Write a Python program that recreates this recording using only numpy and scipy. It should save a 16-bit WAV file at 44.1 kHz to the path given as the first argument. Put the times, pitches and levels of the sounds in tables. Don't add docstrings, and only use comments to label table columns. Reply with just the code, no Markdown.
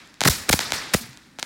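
import sys
import numpy as np
from scipy import signal
from scipy.fft import rfft, irfft, next_fast_len
from scipy.io import wavfile
from scipy.ndimage import uniform_filter1d

SR = 44100
rng = np.random.default_rng(int(sys.argv[2]) if len(sys.argv) > 2 else 0)


def wrap_up_sound(samples):
    columns = np.atleast_2d(samples).T
    tamed = np.clip(columns, -1, 1)
    steps = np.round(tamed * 32767).astype(np.int16)
    wavfile.write(sys.argv[1], SR, steps)


def volts(x):
    e = np.asarray(x, float) / 20
    return 10 ** e


N = 63945

# t/s, peak/dB, push length/ms, scattered echo/dB, limiter dip/dB
BANGS = [(0.2074, 8.5, 0.056, -27, -6.5), (0.2154, 4, 0.17, -36, -4), (.2372, 8.5, .07, -33, -8.5),
         (0.2562, -6.5, 0.6, -45, 0), (.2624, -5, 0.86, -18.5, -6.5), (.2855, -4, 0.31, -22.5, -21.5),
         (0.499, -1.5, 0.47, -23, -15), (0.5374, -3.5, 0.68, -28.5, -3), (0.5918, 7, 0.086, -22, -14),
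         (0.7064, -7, .1, -38, 0), (.72115, 7, 0.1, -21.5, -15), (.9460, -2.5, 0.67, -29.5, 4),
         (1.3874, -11.5, 0.18, -43, -13), (1.4279, 5.5, 0.067, -40.5, 2)]


def read(table, f_hz, column=1):
    rows = np.array(table, float)
    return np.interp(np.log(np.maximum(f_hz, 1)), np.log(rows[:, 0]), rows[:, column])


def shape(x, response):
    size = next_fast_len(2 * N)
    f_hz = np.arange(size // 2 + 1) * SR / size
    return irfft(rfft(x, size) * response(f_hz), size)[..., :N]


def band(x, centre_hz, width_hz):
    def resonance(f):
        damping = 1j * f * width_hz
        return damping / (centre_hz ** 2 - f ** 2 + damping)
    return shape(x, resonance)


def unit(x):
    return x / np.sqrt(np.mean(x ** 2))


def blasts():
    # t/s, peak/dB
    crackles = [(.0685, -37), (.0750, -24), (.1160, -40), (.1277, -45), (.1420, -21), (.1925, -46),
                (0.254, 4), (0.2626, 1), (.2801, -24), (0.2835, -22), (0.4963, -19), (0.5293, 8),
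                (0.5387, 7), (.9462, -4), (.7373, -22), (1.1100, -25), (1.1315, -22), (1.1733, -15.5),
                (1.392, -21), (1.3921, -21), (1.3944, -8), (1.398, -4.5), (1.4005, -21)]
    crackle_push_ms = 0.05
    rows = [b[:3] for b in BANGS] + [(s, db, crackle_push_ms) for s, db in crackles]

    def spectrum(f):
        total = 0
        for start_s, peak_db, push_ms in rows:
            push_s = push_ms / 1000
            jw = 2j * np.pi * f * push_s
            wave = SR * push_s * jw / (1 + jw) ** 2
            total = total + volts(peak_db) * wave * np.exp(-2j * np.pi * f * start_s)
        return total

    return shape(np.eye(1, N)[0], spectrum)


def through_air(x, t):
    last_stars_s, close_hz, far_hz = 1.3, 13500, 9400
    close = shape(x, lambda f: 1 / (1 + (f / close_hz) ** 4))
    far = shape(x, lambda f: 1 / (1 + (f / far_hz) ** 4))
    return np.where(t < last_stars_s, close, far)


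def near_echoes(x):
    # delay/ms, level/dB, low-pass f/Hz
    reflections = [(.27, -8, 5000), (1.22, -6, 1400)]

    def paths(f):
        total = 1
        for delay_ms, db, dull_hz in reflections:
            total = total + volts(db) * np.exp(-2j * np.pi * f * delay_ms / 1000) / (1 + 1j * f / dull_hz)
        return total

    return shape(x, paths)


def jets(t):
    # start/s, end/s, rise/s, hiss/dB, rumble/dB
    spits = [
        (0.2438, 0.2607, 0.009, -10.5, -21),
        (0.2727, 0.2885, 0.0033, -10.5, -19),
        (0.4838, 0.4926, 0.0016, -35, -26.5),
        (.4900, 0.498, 0.0019, -9, -20.5),
        (0.5263, 0.5357, 0.00063, -8, -25.5),
        (0.927, 0.934, 0.0038, -33, -35),
        (0.935, 0.9483, 0.002, -10.5, -20),
        (1.3928, 1.398, 0.00072, -31.5, -50),
    ]
    grain_db, ring_db, sag_db, cutoff_s = 5.5, 3, -5, 0.00035
    grain_levels = np.repeat(rng.standard_normal(N // 16 + 1), 16)[:N]
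    grains = rng.standard_normal(N) * volts(grain_db * grain_levels)
    broad = unit(band(grains, 7500, 17700))
    ring = unit(band(grains, 1950, 1420))
    hiss = unit(broad + volts(ring_db) * ring)
    rumble = unit(band(rng.standard_normal(N), 173, 210))
    out = 0
    for start_s, end_s, rise_s, hiss_db, rumble_db in spits:
        rise = np.clip((t - start_s) / rise_s, 0, 1) ** 2
        cut = np.clip((end_s - t) / cutoff_s, 0, 1)
        sag = volts(sag_db * np.clip((t - start_s) / (end_s - start_s), 0, 1))
        out = out + rise * cut * sag * (volts(hiss_db) * hiss + volts(rumble_db) * rumble)
    return out


def thuds(t):
    # t/s, peak/dB, f/Hz, t60/s
    rings = [(0.26, -21, 147.6, 0.091), (.2920, -9, 70, 0.065), (0.503, -13.5, 60, 0.059),
             (.5400, -21, 77.6, 0.074), (0.727, -30, 72, 0.057), (0.939, -27, 140, 0.031),
             (0.956, -22, 55, 0.069), (.4000, -36.5, 80, 0.14), (1.006, -37.5, 231.4, 0.11),
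             (1.034, -38.5, 119.5, 0.069), (1.0850, -40, 129.5, 0.13)]
    out = 0
    for start_s, peak_db, f_hz, t60_s in rings:
        age_s = np.maximum(t - start_s, 0)
        swell = 1 - np.exp(-age_s * f_hz * 4)
        out = out - volts(peak_db - 60 * age_s / t60_s) * swell * np.sin(2 * np.pi * f_hz * age_s)
    return out


def scatter(t):
    # f/Hz, width/Hz, level/dB
    hollows = [(140, 38, -6), (238.6, 36, -1.5)]
    # f/Hz, density/(dB per Hz)
    colour = [(24, -27), (40, -13), (180, -17), (663, -10), (896, -7.5), (1550, -9), (2840, -7),
              (7170, -12), (16000, -11)]
    # f/Hz, quick t60/s, slow t60/s, slow share/dB
    fades = [(60, 0.11, 1.95, -13), (200, 0.2, 2.23, -8.5), (557, 0.14, 0.85, -6),
             (2160, 0.25, 1.052, -2.5), (5970, 0.36, 0.99, -9.5), (15000, 0.26, 1, -19)]
    rise_s, flutter_db, star_push_max_ms = 0.001, 2, 0.2
    lift_treble_db, lift_bass_db, star_treble_db = 2.5, 5, -5
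    lift_slow_db = -7

    step = 32
    coarse = t[::step]
    earlier_bang = (-0.23, -26.5, 0)
    rows = np.array([earlier_bang] + [(b[0], b[3], b[2] > star_push_max_ms) for b in BANGS])
    age_s = np.maximum(coarse - rows[:, :1], 0)
    lift = rows[:, 2:]
    start = volts(2 * rows[:, 1:2]) * (1 - np.exp(-age_s / rise_s)) ** 2

    centres_hz = 40 * 2 ** np.arange(0, 8.8, 0.5)
    total = np.sum(volts(2 * read(colour, centres_hz)) * centres_hz)
    bands = [(hz, hz * 0.5, 0) for hz in centres_hz] + list(hollows)
    out = 0
    for hz, width_hz, db in bands:
        quick_s, slow_s, share_db = (read(fades, hz, k) for k in (1, 2, 3))
        lift_db = lift_treble_db * max(np.log2(hz / 2500), 0) + lift_bass_db * max(np.log2(500 / hz), 0)
        star_db = star_treble_db * max(np.log2(hz / 5000), 0)
        tilt = volts(2 * lift * lift_db + 2 * (1 - lift) * star_db)
        quick = volts(-120 * age_s / quick_s)
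        slow = volts(2 * (share_db + lift * lift_slow_db) - 120 * age_s / slow_s)
        power = np.sum(start * tilt * (quick + slow), axis=0)
        flutter = uniform_filter1d(rng.standard_normal(len(coarse)), size=16) * 4 * flutter_db
        noise = band(rng.standard_normal(N), hz, width_hz)
        noise = unit(band(noise, hz, width_hz))
        gain = np.sqrt(power * hz / total) * volts(read(colour, hz) + db + flutter)
        out = out + np.interp(t, coarse, gain) * noise
    return out


def night():
    # f/Hz, density/(dB per Hz)
    hum = [(18, -42), (30, -6), (138, -15), (266, -5.5), (426, -19), (1590, -15.5), (1720, -16),
           (16000, -34)]
    noise = shape(rng.standard_normal(N), lambda f: volts(read(hum, f)))
    return volts(-58) * unit(noise)


def dips(t):
    hold_s, release_s = 0.0098, 0.00071
    curves_db = []
    for start_s, _, _, _, dip_db in BANGS:
        release = np.exp(-np.maximum(t - start_s - hold_s, 0) / release_s)
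        curves_db.append(dip_db * (t > start_s) * release)
    return volts(uniform_filter1d(np.min(curves_db, axis=0), size=12))


def scene():
    t = np.arange(N) / SR
    heard = near_echoes(through_air(blasts(), t))
    background = dips(t) * (scatter(t) + night())
    return (heard + jets(t) + thuds(t) + background)[None]


def top_cut(x):
    return signal.sosfilt(signal.butter(12, 16990, fs=SR, output="sos"), x)


def record(dry):
    # f/Hz, gain/dB
    mic = [(40, -4.5), (150, 6), (1000, 0), (1900, 2.5), (2900, -3.5), (4300, 2.5), (8000, 0.5),
           (16000, -6.5)]
    ceiling, top_hz = 0.95, 16200

    def all_pass(f, turn_hz):
        return (1 - 1j * f / turn_hz) / (1 + 1j * f / turn_hz)

    def response(f):
        return volts(read(mic, f)) * all_pass(f, 430) ** 7 * all_pass(f, 6000)

    x = ceiling * np.tanh(shape(dry, response) / ceiling)
    x = signal.sosfilt(signal.ellip(8, 0.2, 22, top_hz, fs=SR, output="sos"), x)
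    return top_cut(x)


dry = scene()
out = record(dry)
wrap_up_sound(out)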